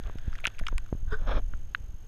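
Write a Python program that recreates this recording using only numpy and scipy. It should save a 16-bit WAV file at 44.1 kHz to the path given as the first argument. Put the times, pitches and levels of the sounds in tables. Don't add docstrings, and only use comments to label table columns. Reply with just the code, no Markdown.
import sys
import numpy as np
from scipy import signal
from scipy.fft import rfft, irfft
from scipy.io import wavfile
from scipy.ndimage import uniform_filter1d

SR = 44100
rng = np.random.default_rng(int(sys.argv[2]) if len(sys.argv) > 2 else 0)


def unload_audio(sound):
    columns = np.transpose(np.atleast_2d(sound))
    steps = np.round(np.clip(columns, -1, 1) * 32767)
    wavfile.write(sys.argv[1], SR, steps.astype(np.int16))


def boost_factor(decibels):
    exponent = np.asarray(decibels, float) / 20
    return 10 ** exponent


N = 91683

# start_s, level_db, push_or_pull (1 or # -1),
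# sharpness_s
THUMPS = [(0, -26, 1, 0.0014), (0.098, -30, 1, 0.00019), (0.157, -27, -1, 0.00089),
          (0.28, -19.5, 1, 0.0019), (0.474, -23, -1, 0.00013), (0.613, -28, -1, 0.0012),
          (0.7281, -28, -1, 0.0004), (0.754, -12.5, -1, 0.012), (.928, -15.5, -1, 0.00057),
          (0.951, -25.5, 1, 0.0014), (1.129, -28, -1, 0.00094), (1.365, -16, 1, 0.0059),
          (1.537, -32, 1, 0.0013), (0.052, -20, 1, 0.011), (0.193, -28.5, 1, 0.0076),
          (.339, -30.5, 1, 0.0079), (0.625, -26, 1, 0.0045), (1.029, -24, -1, 0.0036),
          (1.077, -21.5, -1, 0.0061), (1.123, -19, 1, 0.0074), (1.221, -23, -1, 0.0042),
          (1.286, -19.5, 1, 0.01), (1.35, -26, -1, 0.0027), (1.546, -16.5, 1, 0.012),
          (1.803, -27, -1, 0.0075), (1.841, -30.5, 1, 0.0047), (1.893, -31, -1, 0.0052),
          (1.942, -29, 1, 0.0041)]
SLOSH_HZ, SLOSH_T60_S, SLOSH_DB = 34.1, 0.11, -6
# time_s, level_db
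WATER_SWELL = [(0, -35), (.06, -23.5), (.21, -33), (.31, -28), (.5, -36.5), (.72, -24), (.86, -35),
               (1.05, -25), (1.3, -20), (1.44, -24.5), (1.55, -28), (1.68, -33.5), (1.85, -31), (2.08, -36)]
# freq_hz, density_db
WATER_SPECTRUM = [(8.8, 21.5), (15, 16), (91, -10), (113, -27.5), (141, -20), (222, -33), (251, -31.5),
                  (400, -65), (520, -105), (880, -120)]

# start_s, peak_db, ring_hz, middle_modes_db, crack_db
HOUSING_KNOCKS = [(.354, -33, 1880, -17, -9.5), (.387, -34, 1680, 7, -17), (.4424, -23, 2350, -4, -31),
                  (.4532, -10, 2560, -43, -30), (.4568, -18.5, 1540, 2.5, -37),
                  (.4692, -16.5, 3030, -7, -5), (.4743, -20.5, 2370, 20, -29), (.4804, -42, 2890, -3, -1),
                  (.4622, -41, 2900, -2, -25), (.4775, -36, 2850, 3, -14), (.5985, -36.5, 2120, -6, -15),
                  (.5905, -36, 2120, 4, 0.5), (.5955, -31.5, 2250, 15, -10.5),
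                  (.6672, -19.5, 2500, 10, -12.5), (.6825, -32.5, 2230, 13, -1),
                  (.6846, -22.5, 1400, -6.5, -15), (.7806, -24.5, 1990, 3.5, -7.5),
                  (1.536, -36, 1410, -11, -24), (1.7478, -11.5, 1603, -3, -39)]
# start_s, peak_db, ring_hz, middle_modes_db, crack_db
FAINT_KNOCKS = [(0.0368, -41, 3480, -8, -9), (0.0712, -43.5, 3000, -8, -8), (0.0635, -47, 2640, -8, -11),
                (0.0964, -42.5, 1150, -22, -27), (0.185, -38.5, 1720, 8.5, -8),
                (0.3292, -36.5, 1350, -9, -17), (0.3362, -46, 1630, 6, -2), (0.3593, -40.5, 1590, 10, -12),
                (0.4009, -40, 2200, -18, -16), (0.4048, -50, 1540, -11, -6), (0.4381, -38, 2350, -3, -41),
                (0.5003, -43.5, 1220, 21, -17), (0.5104, -60, 1550, 5, -5), (0.5537, -54.5, 1530, 6, -21),
                (0.5845, -36, 2440, -15, -19), (0.6364, -40, 1750, -17, -30), (0.7216, -39.5, 930, -15, -30),
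                (0.8616, -46, 1410, -3, -11), (0.889, -47.5, 1300, -1, -15), (0.3825, -41, 3300, 5, -10),
                (0.5475, -45.5, 2400, -8, -20), (1.4175, -53, 1600, 6, -25)]
# freq_hz, level_db, t60_s
CASE_MIDDLE_MODES = [(955, -16.5, 0.047), (1300, -45, 0.024), (1540, 16, 0.016), (2060, 28.5, 0.002),
                     (2500, 23.5, 0.0021), (3000, 22, 0.0019), (3080, 9, 0.0028)]
# freq_hz, width_hz, level_db
CASE_BRIGHT_MODES = [(5210, 1800, 6), (6330, 2300, 3), (8190, 950, -4.5), (9740, 1500, -9),
                     (12730, 4000, -28)]
RING_CYCLES, SWELL_CYCLES = 12, 0.92
RATTLE_S, RISE_S, CRACK_S = 0.0019, 0.00013, 0.00062
TAIL_DB, TAIL_T60_S = -16, 0.017
SCATTER_DB = 2.5
CASE_CUT_HZ, CASE_TOP_HZ = 950, 3800

# time_s, level_db
SQUEAK_PRESSURE = [(1.06, -82), (1.08, -56.5), (1.1, -54), (1.124, -33.5), (1.146, -37.5), (1.166, -55.5),
                   (1.187, -53), (1.21, -65.5), (1.26, -75)]
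SCRAPE_PRESSURE = [(1.19, -57), (1.226, -51.5), (1.26, -53.5), (1.275, -37), (1.318, -33.5), (1.336, -39.5),
                   (1.378, -37), (1.396, -46), (1.408, -79)]
GROAN_PRESSURE = [(1.34, -62), (1.36, -44), (1.385, -41.5), (1.405, -48.5), (1.418, -72)]
SCUFF_PRESSURE = [(.025, -74), (.045, -62), (.06, -53), (.085, -50.5), (.1, -68)]
# freq_hz, width_hz, level_db
SQUEAK_BODY = [(790, 550, -16.5), (1234, 164, -10), (1511, 104, 2), (1776, 220, -17), (2420, 420, -29.5),
               (3180, 160, -25.5), (3600, 340, -22), (4890, 380, -29.5), (7850, 3800, -48)]
SCRAPE_BODY = [(258, 163, 2), (556, 153, 3), (900, 400, -2.5), (1290, 220, -2), (1600, 240, -4),
               (2330, 470, -13.5), (3300, 400, -10), (3995, 480, -23), (5320, 590, -22.5),
               (9500, 4800, -47)]
GROAN_BODY = [(275, 96, 4), (565, 130, -3), (715, 140, -7)]
SCUFF_BODY = [(352, 380, -2), (660, 330, -7), (1300, 540, -6)]
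SLIPS_PER_S, SLIP_SPREAD_DB = 5000, 2

# start_s, pitch_hz, level_db, rise_s, t60_s
HOLLOW_NOTES = [
    (.438, 660, -32, .002, .03),
    (.6105, 660, -37, .002, .035),
    (.727, 600, -38, .001, .015),
    (1.119, 436, -19, .012, .085),
    (1.534, 620, -46, .002, .03),
]
# start_s, peak_db, centre_hz
SNAPS = [
    (0.15, -59, 14000),
    (0.4052, -48.5, 9500),
    (0.4486, -36, 13000),
    (0.4485, -41.5, 12000),
    (.4486, -45, 6500),
    (0.48, -47, 9500),
    (.596, -41.5, 9500),
    (0.781, -33, 8800),
]

# freq_hz, density_db
HISS_SPECTRUM = [(88, 15), (150, -3.5), (718, -15.5), (806, -17), (4960, -31.5), (6500, -31), (8030, -34),
                 (13300, -42), (14000, -37), (15200, -50)]
# freq_hz, width_hz, gain_db
CASE_HUM = [(1550, 320, 3), (3000, 480, 6.5)]
# freq_hz, width_hz, level_db
FIZZ_BODY = [(640, 570, -4), (1600, 410, 2), (2400, 600, -5.5), (3300, 670, -5.5)]
# time_s, level_db
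STIR = [(0, 26.5), (.3, 29), (.45, 27), (.8, 22), (1.05, 4), (1.45, -28), (2.08, -31)]
HISS_DB, STIR_DB, FIZZ_PER_S = -65, -88, 4000

WHINE_RESTARTS = [.0046, .3553, .4119, .5496, .5655, .6301, .9141, .9819, 1.0626, 1.2077, 1.2658, 1.339,
                  1.4166, 1.4834, 1.5685, 1.6285, 1.6934, 1.92, 2.0453, 2.0678]
WHINE_HZ, WHINE_DB, OVERTONE_DB = 6443, -66, -9.5
WHINE_EVERY_S, WHINE_ON_S = 0.02085, 0.0082


def curve(table):
    time_s, level_db = np.array(table).T
    return boost_factor(np.interp(np.arange(N) / SR, time_s, level_db, left=-200, right=-200))


def unit(x):
    return x / np.sqrt(np.mean(x ** 2))


def peak(x):
    return x / np.abs(x).max()


def band(x, hz, width_hz):
    return signal.lfilter(*signal.iirpeak(hz, hz / width_hz, fs=SR), x)


def decay(t, t60_s):
    return 1000. ** (-t / t60_s)


def walk(rate_hz):
    hold = int(SR / rate_hz)
    steps = np.repeat(rng.standard_normal(N // 64), hold)[:N]
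    return unit(uniform_filter1d(uniform_filter1d(steps, hold), hold))


def coloured(spectrum):
    hz, db = np.array(spectrum).T
    f = np.fft.rfftfreq(N, 1 / SR) + 1
    gain = boost_factor(np.interp(np.log(f), np.log(hz), db, left=-60))
    return irfft(rfft(rng.standard_normal(N)) * gain, N)


def slips(rate_hz):
    on = rng.random(N) < rate_hz / SR
    size = rng.exponential(size=N)
    sign = np.sign(rng.standard_normal(N))
    return unit(on * sign * boost_factor(SLIP_SPREAD_DB * size))


def add(out, start_s, x):
    i = max(int(start_s * SR), 0)
    out[i:i + len(x)] += x[:N - i]


def thumps():
    out = np.zeros(N)
    lead = 4410
    t = np.arange(-lead, 13230) / SR
    for start_s, db, sign, sharp_s in THUMPS:
        scaled = np.where(t < 0, t / sharp_s, t / (0.45 * sharp_s))
        cusp = 1 / np.cosh(np.clip(scaled, -50, 50))
        swing = -np.sin(2 * np.pi * SLOSH_HZ * t) * decay(t, SLOSH_T60_S) * (t > 0) * (1 - cusp)
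        thump = boost_factor(db) * np.sign(sign) * (cusp + boost_factor(SLOSH_DB) * swing)
        cut = max(lead - int(start_s * SR), 0)
        add(out, start_s + t[cut], thump[cut:])
    return out


def water():
    rumble = coloured(WATER_SPECTRUM) * boost_factor(1.46 * walk(11.03))
    return unit(rumble) * curve(WATER_SWELL)


def knocks(rows):
    out, bright = np.zeros(N), np.zeros(N)
    t = np.arange(2048) / SR
    rise = 1 - np.exp(-(t / RISE_S) ** 2)

    def ring(hz, t60_s):
        return np.sin(2 * np.pi * hz * t) * decay(t, t60_s) * rise

    for start_s, db, hz, middle_db, crack_db in rows:
        contact = rng.standard_normal(256)
        luck = rng.standard_normal((2, 16))
        tail_noise, crack_noise = rng.standard_normal((2, 2048))

        rattle = contact ** 3 * np.exp(-t[:256] / RATTLE_S) * 0.093
        contact = rattle + (t[:256] == 0)
        case = sum(boost_factor(g + SCATTER_DB * a) * ring(f * (1 + 0.01 * b), t60_s)
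                   for (f, g, t60_s), a, b in zip(CASE_MIDDLE_MODES, *luck))
        middle = peak(np.convolve(case, contact)[:len(t)])
        build_up = 1 - np.exp(-(t * hz / SWELL_CYCLES) ** 2)
        main = peak(ring(hz, RING_CYCLES / hz) * build_up)
        body = peak(main + boost_factor(middle_db) * middle)

        tail = boost_factor(TAIL_DB) * unit(band(tail_noise, 2200, 2000)) * decay(t, TAIL_T60_S) * rise
        burst = crack_noise * np.exp(-t / CRACK_S) * rise
        crack = sum(boost_factor(g + SCATTER_DB * a) * band(band(burst, f, w), f, w)
                    for (f, w, g), a in zip(CASE_BRIGHT_MODES, luck[0, 8:]))
        add(out, start_s, boost_factor(db) * (body + tail))
        add(bright, start_s, boost_factor(db + crack_db) * peak(crack))
    case_filter = signal.butter(4, [CASE_CUT_HZ, CASE_TOP_HZ], "band", fs=SR, output="sos")
    return signal.sosfilt(case_filter, out) + bright


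def rub(pressure, body):
    clicks = slips(SLIPS_PER_S)
    out = np.zeros(N)
    for k, (hz, width_hz, db) in enumerate(body):
        level = boost_factor(db + walk(59.17))
        mode = clicks
        for _ in range(3):
            mode = band(mode, hz, 2 * width_hz)
        out += (-1) ** k * level * unit(mode) * np.sqrt(width_hz / 100)
    return unit(out) * curve(pressure)


def hollow():
    out, waver = np.zeros(N), walk(51.0)
    for start_s, hz, db, rise_s, t60_s in HOLLOW_NOTES:
        t = np.maximum(np.arange(N) / SR - start_s, 0)
        envelope = (1 - np.exp(-(t / rise_s) ** 2)) * decay(t, t60_s)
        out += boost_factor(db) * envelope * np.sin(2 * np.pi * hz * t + 0.9 * waver)
    return out


def snaps():
    out, t = np.zeros(N), np.arange(512) / SR
    for start_s, db, hz in SNAPS:
        burst = rng.standard_normal(len(t)) * np.exp(-t / CRACK_S) * (1 - np.exp(-t / RISE_S))
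        add(out, start_s, boost_factor(db) * peak(band(band(burst, hz, hz / 2), hz, hz / 2)))
    return out


def hiss_and_fizz():
    noise, clicks = coloured(HISS_SPECTRUM), slips(FIZZ_PER_S)
    noise = noise / np.std(band(noise, 1300, 3000)) * boost_factor(HISS_DB + 0.8 * walk(14))
    hiss = noise + sum((boost_factor(db) - 1) * band(noise, hz, w) for hz, w, db in CASE_HUM)
    fizz = unit(sum(boost_factor(db) * unit(band(band(clicks, hz, w), hz, w)) for hz, w, db in FIZZ_BODY))
    return hiss + fizz * boost_factor(STIR_DB + 0.89 * walk(15.4)) * curve(STIR)


def whine():
    t, starts = np.arange(N) / SR, np.array(WHINE_RESTARTS)
    since_s = t - starts[np.maximum(np.searchsorted(starts, t) - 1, 0)]
    gate = uniform_filter1d(1. * (since_s % WHINE_EVERY_S < WHINE_ON_S), size=30)
    phase = 2 * np.pi * WHINE_HZ * t + 1.3 * walk(25)
    tone = np.sin(phase) + boost_factor(OVERTONE_DB) * np.sin(2 * phase)
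    return np.sqrt(2) * boost_factor(WHINE_DB) * gate * tone


def scene():
    mix = water() + thumps()
    mix += knocks(HOUSING_KNOCKS) + knocks(FAINT_KNOCKS)
    mix += rub(SQUEAK_PRESSURE, SQUEAK_BODY) + rub(SCRAPE_PRESSURE, SCRAPE_BODY)
    mix += hollow() + snaps()
    mix += hiss_and_fizz() + whine()
    mix += rub(GROAN_PRESSURE, GROAN_BODY) + rub(SCUFF_PRESSURE, SCUFF_BODY)
    return mix[None]


def roll_off(x):
    return signal.sosfilt(signal.butter(12, 15350, fs=SR, output="sos"), x)


def record(dry):
    bass_cut = signal.butter(1, 12, "high", fs=SR, output="sos")
    mix = signal.sosfilt(bass_cut, dry)
    return roll_off(mix)


dry = scene()
out = record(dry)
unload_audio(out)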